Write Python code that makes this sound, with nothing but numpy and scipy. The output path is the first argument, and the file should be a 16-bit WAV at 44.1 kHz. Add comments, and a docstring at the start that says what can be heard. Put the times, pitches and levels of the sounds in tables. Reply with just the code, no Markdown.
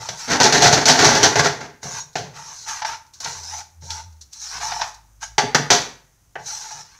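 """A small kitchen: raw rice in a nonstick frying pan on a stove. The pan is shaken and clatters on its
burner as the heap slides. A wooden spatula ploughs through the grains in short strokes, sticking and
slipping on the pan, and is rapped on it three times. A faint drone, like an engine outside, sinks to
idle. A limiter catches the loudest blows."""
import sys
import numpy as np
from scipy import signal
from scipy.fft import rfft, irfft, next_fast_len
from scipy.io import wavfile
from scipy.ndimage import uniform_filter1d, minimum_filter1d, map_coordinates

SR = 44100
rng = np.random.default_rng(int(sys.argv[2]) if len(sys.argv) > 2 else 0)


def dump_mix(stems):
    """Bounce the given channels to the path in sys.argv[1] as a 16-bit WAV at rate SR."""
    frames = np.atleast_2d(stems).T  # one column per channel
    limited = np.clip(frames, -1, 1)  # hard clip at full scale
    pcm = np.round(limited * 32767).astype(np.int16)
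    wavfile.write(sys.argv[1], SR, pcm)


N = 308259

# spectra: f/Hz, level/dB
STOVE_THUD = [(30, -43.5), (70, -19), (105, -5.5), (145, 3), (200, -5.5), (280, -3.5), (430, -2),
              (620, -11), (1200, -55.5)]
BURNER_GRIND = [(25, -42.5), (60, -12), (120, 0.5), (400, -1.5), (800, -1), (1100, -2), (2000, 1),
                (3000, -11.5), (5000, -20.5), (15000, -63)]
RICE_SPLASH = [(500, -49.5), (1800, -20), (3000, -4), (4300, 3), (5100, 1), (6100, 5.5), (6800, -1.5),
               (7500, -9.5), (8700, -20), (11000, -25), (15500, -34)]
RICE_RUSTLE = [(400, -40.5), (1500, -26), (3200, -19.5), (4100, -4.5), (4800, -7.5), (6050, -1), (6800, -5),
               (7500, -12), (8600, -19.5), (11000, -25), (15500, -34)]


def amp(db):
    """Decibels to gain."""
    return 10 ** (np.asarray(db) / 20)


def unit(x):
    """x at rms 1."""
    return x / np.sqrt(np.mean(x ** 2) + 1e-20)


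def along(points, hz):
    """Interpolate (f/Hz, value) points over log frequency."""
    f, v = np.transpose(points)
    return np.interp(np.log(hz + 1), np.log(f + 1), v)


def fade(t, t60_s):
    """Exponential decay, 60 dB in t60_s."""
    return np.exp(-np.log(1000) * t / t60_s)


def wobble(rate_hz):
    """Smooth random curve, rate_hz knots a second."""
    knots = rng.standard_normal(int(N * rate_hz / SR) + 4)
    return map_coordinates(knots, [np.arange(N) * rate_hz / SR])


def add(track, start_s, sound):
    """Mix a sound in at start_s."""
    part = track[max(round(start_s * SR), 0):][:len(sound)]
    part += sound[:len(part)]


def contacts(rate_hz, spread_db, count=N):
    """Tiny random impacts of log-normal size."""
    sizes = amp(spread_db * np.clip(rng.standard_normal(count), -2, 2)) * rng.choice([-1, 1], count)
    return sizes * (rng.random(count) < rate_hz / SR)


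def strokes(rows, attack_s, t60_s):
    """Gain of overlapping movements. Rows: t/s, length/s, mid level/dB, start-to-end swell/dB."""
    gain = np.zeros(N)
    for start_s, length_s, db, swell_db in rows:
        t = np.arange(N) / SR - start_s
        onset = np.clip(t / attack_s, 0, 1)
        held = amp(db + swell_db * (np.clip(t / length_s, 0, 1) - .5))
        release = fade(np.maximum(t - length_s, 0), t60_s)
        gain = np.maximum(gain, onset * held * release)
    return gain


def pan_gain(hz, bed_db=-13):
    """The pan's resonances stand above a bed of dense, damped ones."""
    # pan on its burner: f/Hz, width/Hz, level/dB
    modes = [(132.4, 34, 0.5), (243, 14, 1), (282.7, 8, -5.5), (426, 72, -1.5), (701, 45, -2),
             (862.6, 60, 1), (1404, 110, -11), (1565, 210, -7), (1940, 130, -15), (2300, 26, -12.5),
             (2540, 270, -16), (2890, 130, -11.5), (3650, 98, -8)]
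    peaks = sum(amp(db) ** 2 / (1 + (2 * (hz - centre) / width) ** 2) for centre, width, db in modes)
    return np.sqrt(peaks + amp(bed_db) ** 2)


def colour(x, spectrum, ring=0, size=8192):
    """Minimum-phase filter; ring 0-1 is how freely the pan resonates."""
    hz = np.fft.rfftfreq(size, 1 / SR)
    gain = amp(along(spectrum, hz)) * pan_gain(hz) ** ring
    cepstrum = irfft(np.log(gain))
    causal = np.r_[cepstrum[0], 2 * cepstrum[1:size // 2]]
    kernel = irfft(np.exp(rfft(causal, size)))
    return signal.fftconvolve(x, kernel)[:len(x)]


def rim(x, path_s, travel, rate_hz):
    """The pan's wall returns a weak copy; its delay shifts as things move."""
    n = np.arange(N)
    delay = path_s * SR * np.exp(travel * wobble(rate_hz))
    return unit(x + .5 * np.interp(n - delay, n, x))


def blow(force, spectrum, db, ring=0):
    """Sound of a brief force, its loudest moment at db."""
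    sound = colour(force, spectrum, ring)
    peak_power = uniform_filter1d(sound ** 2, size=300).max()
    return amp(db) * sound / np.sqrt(peak_power + 1e-20)


def blows(rows, knock_t60_s, thud_t60_s, splash_t60_s):
    """Each blow chatters on the pan, thumps the stove top and makes the rice jump."""
    # knock spectrum: f/Hz, level/dB
    knock = [(150, -33.5), (300, -12), (420, -0.5), (650, 7), (900, 4.5), (1150, 0), (1900, 6),
             (3000, -4.5), (5000, -30), (15000, -47)]
    out, t = np.zeros(N), np.arange(SR // 2) / SR
    for s, knock_db, thud_db, splash_db in rows:
        chatter, thump, jump = (contacts(9000, 4.6, len(t)) for _ in range(3))
        add(out, s, blow(chatter * fade(t, knock_t60_s), knock, knock_db, ring=0.88))  # contact damps
        add(out, s, blow(thump * fade(t, thud_t60_s), STOVE_THUD, thud_db, ring=1))
        add(out, s, blow(jump * fade(t, splash_t60_s), RICE_SPLASH, splash_db))
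    return out


def volleys(rows, spectrum, t60_s, attack_s, ring=0):
    """Short runs of tiny impacts that build up and die."""
    out, t = np.zeros(N), np.arange(SR // 4) / SR
    shape = (1 - np.exp(-t / attack_s)) * fade(t, t60_s)
    for s, db in rows:
        add(out, s, blow(contacts(3400, 0.46, len(t)) * shape, spectrum, db, ring))
    return out


def air(level_db=-62):
    """Faint hiss of the quiet kitchen."""
    # room tone: f/Hz, level/dB
    spectrum = [(25, -8.5), (50, -1.5), (80, -3), (120, -0.5), (200, -11), (450, -19.5), (800, -17.5),
                (1500, -20.5), (3000, -26), (4500, -26.5), (6200, -20.5), (9000, -26.5), (15500, -33)]
    return amp(level_db) * unit(colour(rng.standard_normal(N), spectrum))


def kitchen(x, delay_s=.004):
    """Echo off hard walls and cupboards; the treble dies first."""
    # reverberation: f/Hz, t60/s
    decay = [(120, 0.51), (500, 0.42), (2000, 0.43), (6000, 0.35), (12000, 0.41)]
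    hz, t, z = signal.stft(rng.standard_normal(SR * 3 // 5), SR, nperseg=256)
    tail = signal.istft(z * fade(t, along(decay, hz)[:, None]), SR, nperseg=256)[1]
    tail = np.pad(tail / np.linalg.norm(tail), (int(delay_s * SR), 0))
    return signal.fftconvolve(x, tail)[:N]


def engine(octave_db=-6, wall_db_per_octave=24, jitter_rad=.5):
    """Only the two lowest orders pass the walls, the upper one mostly near idle."""
    # distant engine: t/s, firing rate/Hz, level/dB
    run = [(0, 81.7, -70), (3.201, 82.04, -63), (3.32, 84.5, -47), (3.549, 81.7, -44), (3.702, 81.8, -58),
           (3.85, 82.9, -39), (4.16, 81.4, -41), (4.27, 65.6, -60), (4.7, 58.5, -47), (5.0, 51.6, -50),
           (5.7, 50, -52), (6.2, 49.44, -64)]
    s, hz, db = np.transpose(run)
    t = np.arange(N) / SR
    firing_hz = np.interp(t, s, hz)
    phase = 2 * np.pi * np.cumsum(firing_hz) / SR + jitter_rad * wobble(21)  # uneven firing
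    octave = amp(octave_db - wall_db_per_octave * np.log2(firing_hz / hz.min()))
    gain = amp(np.interp(t, s, db) + 2.9 * wobble(15))
    return gain * (np.sin(phase) + octave * np.sin(2 * phase))


def sizzle(level_db=-67):
    """Rice ticks faintly on the hot metal throughout."""
    # ticks: f/Hz, level/dB
    spectrum = [(2000, -34), (3300, -30.5), (4500, -16.5), (6300, -0.5), (8000, -14.5), (15500, -14.5)]
    return amp(level_db) * unit(colour(contacts(1800, 2), spectrum))


def ping(start_s=2.002, attack_s=0.0033, jitter_rad=.35):
    """The burner rings thinly and unevenly as the pan shifts."""
    # burner modes: f/Hz, level/dB, t60/s
    modes = [(3780, -37, .1), (5610, -30, 0.14), (6648, -22, 0.093)]
    out, t = np.zeros(N), np.arange(N) / SR
    tone = sum(amp(db) * fade(t, t60_s) * np.sin(2 * np.pi * hz * t + jitter_rad * wobble(440))
               for hz, db, t60_s in modes)
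    add(out, start_s, tone * (1 - np.exp(-t / attack_s)))
    return out


def flicks():
    """The blade flicks a few grains."""
    # flicks: t/s, level/dB
    events = [(1.829, -33.5), (2.127, -52), (2.68, -30.5), (3.061, -56), (3.134, -43.5), (3.201, -30.5),
              (4.121, -57), (4.163, -64.5), (4.209, -39), (4.326, -36.5), (4.94, -43.5), (6.456, -37)]
    return volleys(events, RICE_RUSTLE, t60_s=0.075, attack_s=0.0084)


def catches():
    """The blade catches on the metal and slips free."""
    # catches: t/s, level/dB
    events = [(2.671, -37), (2.818, -23.5), (2.847, -18.5), (3.256, -28), (3.535, -32.5), (3.605, -35.5),
              (4.609, -30), (4.717, -22), (4.796, -26), (4.812, -18), (4.831, -28), (5.227, -32.5),
              (6.704, -39)]
    # slip spectrum: f/Hz, level/dB
    slip = [(100, -16.5), (450, -38), (650, 2), (900, 6), (1200, -2.5), (1900, 0), (3000, -7.5),
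            (6000, 0.5), (9000, -37.5), (15000, -65.5)]
    return volleys(events, slip, t60_s=0.053, attack_s=0.0034, ring=1)


def dragging(swell_db=-10.5):
    """Pushed by the spatula, the pan gives way on its burner, slows and stops."""
    # drags: t/s, length/s, level/dB
    drags = [(-0.01, 0.043, -40), (0.08, 0.08, -42), (1.837, 0.067, -35), (2.18, 0.14, -39),
             (2.335, 0.27, -55), (3.246, 0.062, -38.5), (3.822, 0.1, -49.5), (4.536, 0.28, -55),
             (6.367, 0.065, -47), (6.744, 0.056, -52)]
    # friction spectrum: f/Hz, level/dB
    friction = [(30, -29.5), (80, -4), (135, 3), (180, -0.5), (250, -14.5), (350, -12.5), (480, -4),
                (650, -7), (1100, -15.5), (4000, -44.5)]
    gain = strokes([(*row, swell_db) for row in drags], attack_s=0.018, t60_s=0.55)
    return gain * unit(colour(contacts(2100, 4.3), friction, ring=1))


def rustle(clumps, times_s, pitch_hz, focus_db=4.5, width_oct=0.17, patchy_db=2.7):
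    """Tumbling grains: the blade favours a moving band; each clump has its own colour."""
    grains = colour(clumps * contacts(5200, 0.8), RICE_RUSTLE)
    hz, t, z = signal.stft(grains, SR, nperseg=512)
    offset_oct = np.log2((hz[:, None] + 1) / np.interp(t, times_s, pitch_hz))
    focus = np.exp(-.5 * (offset_oct / width_oct) ** 2)
    patches = uniform_filter1d(rng.standard_normal(z.shape), size=4, axis=0)
    patches = unit(uniform_filter1d(patches, size=9, axis=1))
    gain = amp(focus_db * focus + patchy_db * patches)
    return unit(signal.istft(z * gain, SR, nperseg=512)[1][:N])


def stirring(attack_s=0.035, rice_t60_s=0.19, pan_t60_s=0.083, ring_swell_db=5.5):
    """Wood sticks and slips on the pan; grains tumble off the blade in small clumps."""
    # strokes: t/s, length/s, rice/dB, rice swell/dB, rasp/dB, pressure swell/dB, ring/dB, rustle f/Hz
    moves = [(-0.01, 0.2, -38, -9, -43, -11, -45, 5370), (0.158, 0.26, -35.5, -10, -35.5, 20, -35.5, 5300),
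             (1.814, 0.18, -35, 5, -40.5, 9, -44.5, 6400),
             (2.33, 0.32, -40.5, 2.5, -47.5, -19.5, -49, 5960),
             (2.654, 0.15, -33, -9, -35.5, -4.5, -41, 5660), (2.843, 0.11, -34, -13, -35, -2, -37, 5300),
             (3.125, 0.068, -51.5, -2.5, -56.5, -13, -72, 5770),
             (3.204, 0.05, -33.5, -3, -41, 0, -47, 5700), (3.24, 0.17, -34, -8.5, -41.5, -23, -43, 5950),
             (3.406, 0.19, -35.5, 1.5, -45.5, 6.5, -41.5, 5340),
             (3.806, 0.13, -41.5, 1, -56.5, 9, -52, 6000), (3.883, 0.12, -36, -7.5, -43.5, -6, -42, 5450),
             (4.306, 0.084, -44.5, 5, -62, 11, -68, 6340), (4.384, 0.2, -33, 0, -44, 15, -45.5, 5210),
             (4.588, 0.3, -33.5, -10, -35, -7, -31.5, 5360),
             (5.202, 0.029, -33.5, 8, -36.5, 19.5, -67, 5900), (6.366, 0.09, -49, 13, -65, -11, -45, 5850),
             (6.446, 0.37, -35, -13, -45.5, -7, -42.5, 6000),
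             (6.817, 0.25, -54, -6.5, -58.5, 1.5, -68.5, 5770)]
    # rubbed pan's hollow note and wood's rasp: f/Hz, level/dB
    hollow = [(100, -36), (450, -26.5), (600, -21), (700, -13), (800, -6), (930, 9.5), (1050, -6),
              (1400, -23.5), (4000, -53)]
    scrape = [(100, -17), (300, -27), (520, -30), (750, -14.5), (1050, 1), (1400, -2), (2200, -5),
              (3200, -9.5), (6000, -22.5), (15000, -48)]
    s, length_s, rice_db, rice_swell_db, rasp_db, pressure_db, ring_db, rustle_hz = np.transpose(moves)
    push = strokes(zip(s, length_s, rice_db, rice_swell_db), attack_s, rice_t60_s)
    rasp = strokes(zip(s, length_s, rasp_db, pressure_db), attack_s, pan_t60_s)
    # the pan rings more freely as the blade nears its wall
    ring = strokes(zip(s, length_s, ring_db, pressure_db + ring_swell_db), attack_s, pan_t60_s)
    clumps = amp(0.4 * wobble(55))
    slips = clumps * amp(2 * wobble(28)) * contacts(1600, 0.54)
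    rice = push * rustle(clumps, s + length_s / 2, rustle_hz)
    pan = ring * rim(colour(slips, hollow, ring=1), path_s=0.003193, travel=0.19, rate_hz=5)
    wood = rasp * rim(colour(slips, scrape, ring=0.87), path_s=0.001524, travel=0.28, rate_hz=3.9)
    return pan + wood + rice


def shower(pan_db=-4, hold_s=0.014):
    """Rice thrown up by a hard tap rains back, hissing on the heap and drumming on bare metal."""
    # showers: t/s, level/dB
    falls = [(2.157, -30), (5.705, -14.5)]
    hail = contacts(3700, 2.7)
    gain = strokes([(s, hold_s, db, 0) for s, db in falls], attack_s=0.0022, t60_s=0.3)
    heap = unit(colour(hail, RICE_SPLASH))
    metal = unit(colour(hail, BURNER_GRIND, ring=0.56))
    return gain * (heap + amp(pan_db) * metal)


def rebounds():
    """The pan drops back on its burner after each hard rap."""
    # landings: t/s, level/dB
    landings = [(5.433, -23.5), (5.595, -25), (5.75, -29.5)]
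    return volleys(landings, STOVE_THUD, t60_s=0.12, attack_s=0.0013, ring=0.94)


def taps():
    """The spatula strikes the pan: light taps and three hard raps."""
    # strikes: t/s, knock/dB, thud/dB, rice splash/dB
    strikes = [(0.088, -26.5, -39.5, -24.5), (1.83, -33.5, -43.5, -42), (2.155, -18.5, -28.5, -28),
               (3.204, -42, -57, -46), (3.245, -61, -56.5, -24), (3.822, -50.5, -51, -62),
               (3.904, -43.5, -65, -24), (5.381, -7, -17.5, -11.5), (5.547, -8.5, -17, -10),
               (5.703, -5, -14.5, -3.5), (6.355, -26.5, -48, -49)]
    return blows(strikes, knock_t60_s=0.078, thud_t60_s=0.055, splash_t60_s=0.073)


def shaking(swell_db=-2, attack_s=0.0095, coast_t60_s=0.3):
    """Shoved, the pan judders across the burner and strikes it; the heap slides and coasts to rest."""
    # shoves: t/s, length/s, pan grind/dB, rice slide/dB
    shoves = [(0.275, 0.03, -25, -30), (0.295, 0.025, -15.5, -19), (0.396, 0.073, -14.5, -18.5),
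              (0.53, 0.2, -19, -21), (0.631, 0.06, -16, -16.5), (0.728, 0.051, -14.5, -19.5),
              (0.853, 0.072, -17, -17.5), (0.969, 0.17, -14, -17.5), (1.087, 0.11, -16, -20),
              (1.227, 0.027, -11, -18), (1.367, 0.046, -17, -22), (1.434, 0.035, -22.5, -26.5),
              (1.6, 0.0083, -26.5, -35)]
    # pan strikes burner: t/s, knock/dB, thud/dB, rice splash/dB
    jolts = [(0.401, -14, -26.5, -13), (0.432, -22, -26, -9.5), (0.524, -14.5, -21.5, -12.5),
             (0.621, -10, -19.5, -8.5), (0.658, -13.5, -21.5, -16.5), (0.727, -16, -27.5, -11),
             (0.856, -19.5, -38.5, -10.5), (0.884, -6.5, -23, -5.5), (0.991, -14, -30.5, -12.5),
             (1.045, -9.5, -22, -7), (1.151, -17, -20, -16), (1.23, -11.5, -31.5, -3.5),
             (1.356, -14, -23.5, -18.5), (1.458, -14.5, -25.5, -18), (1.631, -44, -39.5, -45)]
    grind = strokes([(s, length_s, db, swell_db) for s, length_s, db, _ in shoves], attack_s, coast_t60_s)
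    slide = strokes([(s, length_s, db, swell_db) for s, length_s, _, db in shoves], attack_s, coast_t60_s)
    judder = amp(3.2 * wobble(60))
    metal = colour(judder * contacts(1000, 0.84), BURNER_GRIND, ring=0.97)
    metal = rim(metal, path_s=0.00296, travel=.3, rate_hz=9)
    heap = unit(colour(judder * contacts(5000, 1.6), RICE_SPLASH))
    knocks = blows(jolts, knock_t60_s=0.14, thud_t60_s=0.3, splash_t60_s=0.14)
    return grind * metal + slide * heap + knocks


def scene(clatter_room_db=-6, stir_room_db=-10):
    """Pan, rice and spatula close by, in the kitchen's echo and hiss; the engine outside."""
    raps = taps() + rebounds()
    blade = catches() + flicks()
    clatter = raps + shaking() + shower()
    stir = blade + stirring() + dragging() + ping() + sizzle()
    echo = kitchen(amp(clatter_room_db) * clatter + amp(stir_room_db) * stir)
    return (clatter + stir + echo + air() + engine())[None]


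def record(dry, top_hz=15650):
    """Fast limiter at full scale, then a brick-wall low-pass."""
    needed = 1 / np.maximum(np.abs(dry), 1)
    gain = uniform_filter1d(minimum_filter1d(needed, size=61), size=61)
    size = next_fast_len(N + SR // 4)
    passband = np.fft.rfftfreq(size, 1 / SR) < top_hz
    return irfft(rfft(dry * gain, size) * passband, size)[:, :N]


dry = scene()
out = record(dry)
dump_mix(out)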